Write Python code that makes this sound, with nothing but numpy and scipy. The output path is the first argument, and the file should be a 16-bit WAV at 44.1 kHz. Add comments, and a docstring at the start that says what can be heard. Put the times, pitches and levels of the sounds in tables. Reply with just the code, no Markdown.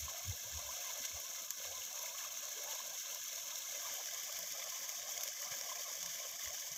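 """Water gushes from a pump pipe into a channel, close up in an open field: a bright, surging splash.
Spray and drops fizz on top while the jet drags air under, where it gurgles, plops and once glugs.
Lumps of water slap down, and there is one light knock. Reflections hollow out the water's tone and
shift as the hand-held microphone moves. Soft low thumps come from wind and a few deep gulps of water."""
import sys
import numpy as np
from scipy import signal
from scipy.fft import rfft, irfft, next_fast_len
from scipy.io import wavfile
from scipy.ndimage import uniform_filter1d

SR = 44100
rng = np.random.default_rng(int(sys.argv[2]) if len(sys.argv) > 2 else 0)


def file_out(sig):
    """Save sig as 16-bit WAV at sys.argv[1]."""
    # one column per channel
    cols = np.atleast_2d(sig).T
    # limit, then scale
    lim = np.clip(cols, -1, 1)
    pcm = np.round(lim * 32767).astype(np.int16)
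    wavfile.write(sys.argv[1], SR, pcm)


N = 298557
T = np.arange(N) / SR

# Tone of the open air. Each row: frequency in Hz, relative level in dB.
AIR_SPECTRUM = [(15, -43), (80, -25.5), (160, -2), (260, 1), (400, -4), (1500, -29), (8000, -51)]
# Tone of the low rumble. Each row: frequency in Hz, relative level in dB.
RUMBLE_SPECTRUM = [(15, -10), (40, -6.5), (75, 2), (130, 0), (220, -11), (400, -28), (1000, -78)]
# Soft low thumps, from wind on the microphone and a few faint deep gulps of water.
# Each row: centre in seconds, level in dB, pitch in Hz, half length in seconds.
LOW_THUMPS = [(0.045, -48, 75.5, 0.029), (0.295, -38.5, 93.8, 0.022), (0.47, -60, 112, 0.019),
              (0.56, -47.5, 74.6, 0.029), (0.67, -60.5, 66, 0.05), (1.01, -60.5, 254, 0.011),
              (1.157, -52.5, 76.4, 0.016), (1.715, -65, 85, 0.072), (4.43, -68, 183, 0.038),
              (5.52, -58.5, 145, 0.0091), (6.057, -65, 171, 0.061), (6.478, -58, 70.7, 0.018),
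              (6.725, -63, 150, 0.013)]
# The knock's ring. Each row: frequency in Hz, relative level in dB, seconds to fall by 60 dB.
KNOCK_RING = [(1670, -21, 0.023), (3130, -20, .01), (4050, -11, 0.014), (6000, 0, 0.0093),
              (6850, 4.5, 0.0065), (7270, -9, 0.013), (11750, -4, .008), (12450, -4, 0.011),
              (13370, -5, .007), (14700, -8, .008)]
# Tone of the water at the microphone. Each row: frequency in Hz, relative level in dB.
WATER_EQ = [(200, -20.5), (380, -9), (540, -9), (1100, -12), (1600, -10), (3500, -9), (4400, -12),
            (5600, -2), (6500, 1), (7300, -6.5), (8500, -18.5), (10500, -21.5), (12200, -8), (14000, -15),
            (15300, -11)]
# Notches cut by reflections at each microphone position. Each row: centre in Hz, width in Hz, gain in dB.
FIRST_NOTCHES = [(348, 129, -11), (825, 120, -5.5), (1370, 150, -8.5), (1892, 106, -19.5),
                 (2410, 143, -8.5), (2870, 170, -3.5), (4900, 250, -10)]
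SECOND_NOTCHES = [(355, 127, -9), (907, 100, -8.5), (1398, 165, -11.5), (1888, 86, -8), (2480, 97, -9),
                  (2755, 108, -12), (4017, 260, -7.5)]
# The microphone's move. Each row: time in seconds, share of the way to the second position.
MIC_MOVE = [(3.6, 0.039), (4.1, 1)]
# Lumps of water landing. Each row: start in seconds, relative level in dB, length in seconds.
WATER_SLAPS = [(1.049, -37, 0.0013), (1.05, -36, 0.0078), (1.851, -34.5, 0.0017), (2.365, -46, 0.0035),
               (3.557, -34.5, 0.0016), (4.058, -36, 0.002), (4.145, -35.5, 0.0021), (4.892, -33.5, 0.0025),
               (5.176, -36, 0.005), (5.209, -33.5, 0.002), (5.233, -35, 0.0058), (5.276, -35, 0.0045),
               (5.285, -35, 0.003), (5.551, -41, .001), (5.6118, -31, 0.0012), (6.027, -34.5, 0.0057),
               (6.059, -35.5, 0.005), (6.062, -46, 0.0025)]
# Big lone bubbles, plus two dull lumps of water landing (1.651 and 2.249 s), made as very short bubbles. 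Each
# row: start in seconds, relative level in dB, pitch in Hz, decay time in cycles.
BUBBLE_PLOPS = [(.081, -34.5, 1040, 6), (.143, -40, 675, 6.6), (0.691, -38.5, 980, 6.7),
                (1.651, -37, 1090, 2.1), (1.715, -44.5, 526, 3.7), (1.82, -34, 2780, 5),
                (2.249, -32, 1170, 3.2), (2.682, -46, 580, 4.5), (2.73, -45, 635, 4.6),
                (2.802, -39.5, 1050, 6.9), (3.158, -42.5, 1010, 6), (3.939, -44, 714, 5),
                (4.294, -40, 1150, 5.6), (5.689, -37.5, 1020, 5.8), (5.716, -30.5, 997, 6.1)]
# One shrinking air pocket. Each row: time in seconds, level in dB, pitch in Hz.
GLUG_SWEEP = [(2.535, -84, 400), (2.555, -66, 427), (2.595, -55.5, 497), (2.65, -60.5, 724),
              (2.69, -55, 880), (2.8, -63, 960), (2.83, -80, 1100)]
# Resonances of the hollow that the jet digs. Each row: centre in Hz, width in Hz.
HOLLOW_MODES = [(585, 47), (684, 22.5), (1050, 38)]
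# Big gulps of air. Each row: start and length in seconds, relative deep and high gurgle levels in dB.
AIR_GULPS = [(0.107, 0.1, -56, -65), (0.566, 0.11, -57, -59), (0.751, 0.071, -53.5, -69),
             (.84, 0.069, -62, -52.5), (0.937, 0.049, -54, -65), (1.15, 0.045, -54.5, -62),
             (1.266, 0.21, -68, -64), (1.587, .14, -55.5, -77), (1.732, 0.047, -69, -57.5),
             (1.928, 0.2, -58.5, -56.5), (2.143, .14, -67, -56), (2.416, 0.062, -60, -58),
             (2.638, 0.12, -56.5, -64), (2.84, 0.077, -56, -63), (3.07, 0.1, -59.5, -65),
             (3.316, 0.067, -59.5, -74), (3.427, .1, -68, -61), (3.7, 0.13, -56.5, -70),
             (3.823, 0.059, -60, -51.5), (3.93, 0.08, -53.5, -60), (4.266, 0.17, -58.5, -74),
             (4.542, 0.14, -54.5, -58.5), (4.7, 0.23, -67, -60), (4.983, 0.17, -57, -64),
             (5.166, 0.091, -56, -61), (5.394, 0.15, -59, -58), (5.583, 0.23, -55.5, -61),
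             (5.85, 0.055, -55, -53), (6.01, .06, -61, -77), (6.19, 0.081, -54, -58),
             (6.41, 0.074, -77, -60), (6.49, 0.048, -55, -80)]
# Lulls in the bubbling. Each row: centre and half length in seconds, dip of the deep simmer in dB.
SIMMER_STALLS = [(1.547, 0.062, -13), (3.002, 0.024, -18), (3.24, .04, -20)]
# Slow drift of the jet. Each row: time in seconds, level in dB above its usual strength.
JET_DRIFT = [(0, -0.1), (.5, -0.65), (.88, .6), (1.13, -0.3), (1.9, -0.65), (2.5, 0), (3.62, 0), (3.8, 1),
             (4.2, 0.7), (5.2, 0.23), (6.45, 0.5), (6.77, -0.8)]
# Brief spurts and sags of the jet. Each row: centre and half length in seconds, level change in dB.
JET_SPURTS = [(.88, .03, 2), (1.051, .012, 3.5), (1.476, 0.029, -3.5), (1.546, 0.034, -3),
              (1.645, 0.021, 2.5), (2.075, 0.03, 1.9), (2.14, .02, -3), (2.192, 0.018, 2.2),
              (2.245, 0.011, 3), (2.32, 0.028, -1), (2.717, 0.023, 3), (3.88, .025, 2), (5.347, .02, -2.2),
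              (5.513, 0.017, 2.5), (6.364, .035, -3), (6.454, .035, 1.4)]

AIR_DB, RUMBLE_DB = -81.5, -85
WAKE_DB, WAKE_LENGTHS = -18, 2.2  # each thump comes with a weaker, longer rumble
KNOCK_S, KNOCK_DB = 1.5059, -22
SIMMER_DEEP_DB, SIMMER_HIGH_DB, SIMMER_WAVER_DB = -61.5, -63, 3  # on the same scale as the gulps
GULP_RISE_S, GULP_FADE_S = .02, .018
SPLASH_DB, PATTER_DB = -45, -54  # at the jet's usual strength
PATTER_FOLLOWS = 1.6  # dB of patter per dB of the jet
HIGH_CUT_HZ = 15580


def gain_of(db):
    """Decibels to gain."""
    return 10 ** (np.asarray(db) / 20)


def unit_rms(x):
    """Scales to rms 1."""
    return x / np.sqrt(np.mean(x ** 2) + 1e-20)


def steadied(x):
    """A leveller: evens out swings slower than about 40 ms."""
    x = unit_rms(x)
    power = uniform_filter1d(uniform_filter1d(x ** 2, size=1500), size=1000)
    return unit_rms(x / np.sqrt(abs(power) + 0.19))


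def eq_db(points, hz):
    """An EQ curve in dB, its points joined on a log-frequency axis."""
    point_hz, db = np.transpose(points)
    return np.interp(np.log(hz + 1), np.log(point_hz), db)


def automation(rows, column=1):
    """One column of a timed table, drawn out to every sample."""
    rows = np.array(rows)
    return np.interp(T, rows[:, 0], rows[:, column])


def bump(centre_s, half_length):
    """A bell-shaped envelope."""
    return np.exp(-np.minimum(((T - centre_s) / half_length) ** 2, 50))


def add(mix, start_s, sound):
    """Drops a sound into the mix."""
    part = mix[max(round(start_s * SR), 0):][:len(sound)]
    part += sound[:len(part)]


def band(x, lo_hz, hi_hz, order=3):
    """Band-pass."""
    sos = signal.butter(order, [lo_hz, min(hi_hz, .49 * SR)], "band", fs=SR, output="sos")
    return signal.sosfilt(sos, x)


def resonate(x, hz, width_hz):
    """A resonance of gain 1 at a steady or moving pitch."""
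    turn = np.exp(2j * np.pi * np.cumsum(hz * np.ones(N)) / SR)
    pole = np.exp(-np.pi * width_hz / SR)
    return 2 * (turn * signal.lfilter([1 - pole], [1, -pole], x / turn)).real


def noise(spectrum):
    """Noise of rms 1 with the given spectrum."""
    size = next_fast_len(N)
    gains = gain_of(eq_db(spectrum, np.fft.rfftfreq(size, 1 / SR)))
    return unit_rms(irfft(rfft(rng.standard_normal(size)) * gains, size)[:N])


def flutter(lo_hz, hi_hz):
    """Soft-clipped random wavering of rms 1 between two rates."""
    sos = signal.butter(2, [lo_hz, hi_hz], "band", fs=1000, output="sos")
    slow = signal.sosfilt(sos, rng.standard_normal(8000))
    waver = np.interp(T, np.arange(8000) / 1000 - 1, slow)  # a second of pre-roll settles the filter
    return unit_rms(np.tanh(unit_rms(waver) / 2))


def impacts(per_s, spread_db):
    """Random clicks: many small, a few large."""
    size = gain_of(spread_db * np.minimum(rng.exponential(1, N), 4))
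    return unit_rms(size * rng.choice([-1, 1], N) * (rng.random(N) < per_s / SR))


def low_end():
    """Wind on the microphone and a few deep water gulps thump and rumble over a bed of open air."""
    thumps = np.zeros(N)
    rumble_gain = gain_of(RUMBLE_DB + 3.8 * flutter(3.9, 7))
    turbulence = steadied(band(noise(RUMBLE_SPECTRUM), 35, 135)) / 4
    for centre, db, hz, half_length in LOW_THUMPS:
        tone = np.sin(2 * np.pi * (hz * T + rng.random()))
        thumps += gain_of(db) * bump(centre, half_length) * (tone + turbulence)
        rumble_gain += gain_of(db + WAKE_DB) * bump(centre, WAKE_LENGTHS * half_length)
    rumble = rumble_gain * noise(RUMBLE_SPECTRUM)
    air = noise(AIR_SPECTRUM) * gain_of(AIR_DB + 4.7 * flutter(4.9, 12.8))
    return thumps + rumble + air


def knock():
    """One light, hard knock: a broad crack and a ring that dies within milliseconds."""
    t, out = np.arange(SR // 10) / SR, np.zeros(N)
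    ring = sum(gain_of(db - 60 * t / t60) * np.sin(2 * np.pi * (hz * t + rng.random()))
               for hz, db, t60 in KNOCK_RING)
    crack = band(rng.choice([-1., 1.], len(t)), 1400, 7500) * np.exp(-t / .002)
    hit = (ring + crack / 2) * (1 - np.exp(-t / .0004))
    add(out, KNOCK_S, gain_of(KNOCK_DB) * hit / abs(hit).max())
    return out


def reflections(notches, size=4096):
    """Impulse response from the water to one microphone position, notched by reflections."""
    hz = np.fft.rfftfreq(size, 1 / SR)
    notch_db = sum(depth * np.exp(-((hz - centre) / width) ** 2) for centre, width, depth in notches)
    db = eq_db(WATER_EQ, hz) + notch_db
    log_gain = np.log(gain_of(np.r_[db, db[-2:0:-1]]))
    minimum_phase = np.exp(np.conj(signal.hilbert(log_gain)))
    taps = np.fft.ifft(minimum_phase).real[:size // 2]
    return taps / np.linalg.norm(taps)


def at_mic(x):
    """The microphone moves, crossfading the water from one set of reflections to the other."""
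    first = signal.oaconvolve(x, reflections(FIRST_NOTCHES))[:N]
    second = signal.oaconvolve(x, reflections(SECOND_NOTCHES))[:N]
    return first + automation(MIC_MOVE) * (second - first)


def slaps():
    """Each lump of water lands as a brief burst of impacts."""
    out = np.zeros(N)
    for start, db, length in WATER_SLAPS:
        age = np.arange(2000) / SR / length
        envelope = (1 - np.exp(-age / 0.21)) * np.exp(-age ** 2)  # attack: a fifth of the length
        add(out, start, gain_of(db) * envelope * rng.choice([-1, 1], len(age)))
    return gain_of(2.5) * at_mic(band(out, 1050, 15000, order=1))


def bubble(hz, cycles, rise):
    """A pocket of air rings down, its pitch rising as it nears the surface."""
    age = np.arange(int(6 * cycles / hz * SR) + 2) / SR * hz / cycles  # in decay times
    envelope = (1 - np.exp(-2 * age * cycles)) * np.exp(-age)
    return envelope * np.sin(2 * np.pi * cycles * (age + rise * age ** 2 / 2))


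def swarm(lo_hz, hi_hz, per_s, spread_db, cycles, rise, sizes=12):
    """Bubbles of many sizes, each size born at its own random moments."""
    out = np.zeros(N)
    for hz in np.geomspace(lo_hz, hi_hz, sizes):
        births = impacts(per_s / sizes, spread_db)
        out += np.sqrt(hz) * unit_rms(signal.oaconvolve(births, bubble(hz, cycles, rise))[:N])
    return unit_rms(out)


def plops():
    """Now and then one large bubble rings out above the rest, and twice a dull lump of water lands with a
    short, broad thud."""
    out = np.zeros(N)
    for start, db, hz, cycles in BUBBLE_PLOPS:
        add(out, start, gain_of(db) * bubble(hz, cycles, rise=0.027))
    return at_mic(out)


def glug():
    """Impacts ring an air pocket whose pitch climbs as it shrinks."""
    pitch_hz = automation(GLUG_SWEEP, column=2)
    pocket = steadied(resonate(impacts(per_s=900, spread_db=2.5), pitch_hz, width_hz=80))
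    gate = (T > GLUG_SWEEP[0][0]) & (T < GLUG_SWEEP[-1][0])
    return gate * gain_of(automation(GLUG_SWEEP)) * band(pocket, 320, 1900)


def gulping():
    """Envelopes of the deep and high gurgle: big gulps over a restless simmer that sometimes stalls."""
    stall_db = sum(db * bump(centre, half_length) for centre, half_length, db in SIMMER_STALLS)
    deep_power = gain_of(SIMMER_DEEP_DB + stall_db + SIMMER_WAVER_DB * flutter(2.75, 12)) ** 2
    high_power = gain_of(SIMMER_HIGH_DB + 0.23 * stall_db + SIMMER_WAVER_DB * flutter(1.5, 8.9)) ** 2
    for start, length, deep_db, high_db in AIR_GULPS:
        age = T - start
        attack = np.clip(age / GULP_RISE_S + .5, 0, 1)
        release = np.exp(-np.maximum(age - length, 0) / GULP_FADE_S)
        deep_power += (gain_of(deep_db) * attack * release) ** 2
        high_power += (gain_of(high_db) * attack * release) ** 2
    return np.sqrt(deep_power), np.sqrt(high_power)


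def gurgle(surge):
    """The jet drags air under in gulps: short-lived bubbles ring, and so does the hollow in the water."""
    wander = 1 + 0.038 * flutter(2.3, 7.9)  # the hollow keeps changing shape, bending its pitches
    low, middle, top = (unit_rms(resonate(impacts(per_s=150, spread_db=1.5), hz * wander, width))
                        for hz, width in HOLLOW_MODES)
    large = swarm(480.6, 837, per_s=90, spread_db=2.0, cycles=8.7, rise=0.036)
    small = swarm(890.6, 1343, per_s=90, spread_db=1.5, cycles=16.2, rise=0.043)
    tilt_db = 4 * flutter(3.8, 8.3)  # the two lower resonances trade the lead
    ring = gain_of(tilt_db) * low + gain_of(-tilt_db) * middle
    deep_gain, high_gain = gulping()
    deep = deep_gain * steadied(at_mic(band(large + gain_of(-4) * ring, 310, 1260, order=2)))
    high = high_gain * steadied(at_mic(band(small + gain_of(-2.5) * top, 670, 2100, order=2)))
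    return (deep + high) * gain_of(0.18 * surge + 1.1 * flutter(5.5, 11.7) - 3.9)


def jet_db():
    """Strength of the jet: a slow drift with brief spurts and sags."""
    spurts = sum(db * bump(centre, half_length) for centre, half_length, db in JET_SPURTS)
    return automation(JET_DRIFT) + spurts


def shatter(per_s, spread_db, decay_s):
    """Drops shatter, each a sudden hiss that dies away."""
    power = signal.lfilter([1], [1, -np.exp(-1 / (decay_s * SR))], impacts(per_s, spread_db) ** 2)
    return unit_rms(np.sqrt(power) * rng.standard_normal(N))


def patter(surge):
    """The midrange: coarse drops smack the surface and trap bubbles, over a smooth rush."""
    drops = shatter(per_s=600, spread_db=2.5, decay_s=0.0016)
    rush = gain_of(-1.5) * rng.standard_normal(N)
    bubbles = gain_of(-6.5) * swarm(1406.4, 4348, per_s=900, spread_db=1.8, cycles=20, rise=0.02, sizes=24)
    blips = gain_of(-12) * swarm(1205, 2420, per_s=50, spread_db=2.5, cycles=7.5, rise=0.027)
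    water = band(drops + rush + bubbles + blips, 1177, 4440, order=5)
    water *= gain_of(0.92 * surge + 0.95 * flutter(3.3, 23))
    return gain_of(PATTER_DB + PATTER_FOLLOWS * jet_db()) * unit_rms(at_mic(water))


def splash(surge):
    """The bright top: fine spray, shattering drops and tiny fizzing bubbles, all arriving in clumps."""
    spray = gain_of(6.5) * rng.standard_normal(N)
    drops = shatter(per_s=440, spread_db=4.5, decay_s=0.0011)
    fizz = gain_of(-5.5) * swarm(4577, 8075, per_s=1500, spread_db=2.5, cycles=15, rise=0.0056)
    mist = band(shatter(per_s=80, spread_db=3.5, decay_s=0.0011), 8240, SR / 2)
    mist *= gain_of(2.7 * flutter(1.95, 7.9) - 0.5)
    water = band(spray + drops + fizz + mist, 4020, 21200)
    water *= gain_of(1.06 * surge + 0.5 * flutter(41, 430))
    return gain_of(SPLASH_DB + jet_db()) * unit_rms(at_mic(water))


def scene():
    """The mono mix. 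The jet breaks into lumps, so splash, patter and gurgle surge together."""
    surge = flutter(3.2, 36)
    water = splash(surge) + patter(surge) + gurgle(surge) + glug() + plops() + slaps()
    return (water + knock() + low_end())[None]


def record(dry):
    """A steep high cut trims the very top of the spray."""
    high_cut = signal.firwin(1023, HIGH_CUT_HZ, window=("kaiser", 8), fs=SR)
    return signal.oaconvolve(dry, high_cut[None], "same")


dry = scene()
out = record(dry)
file_out(out)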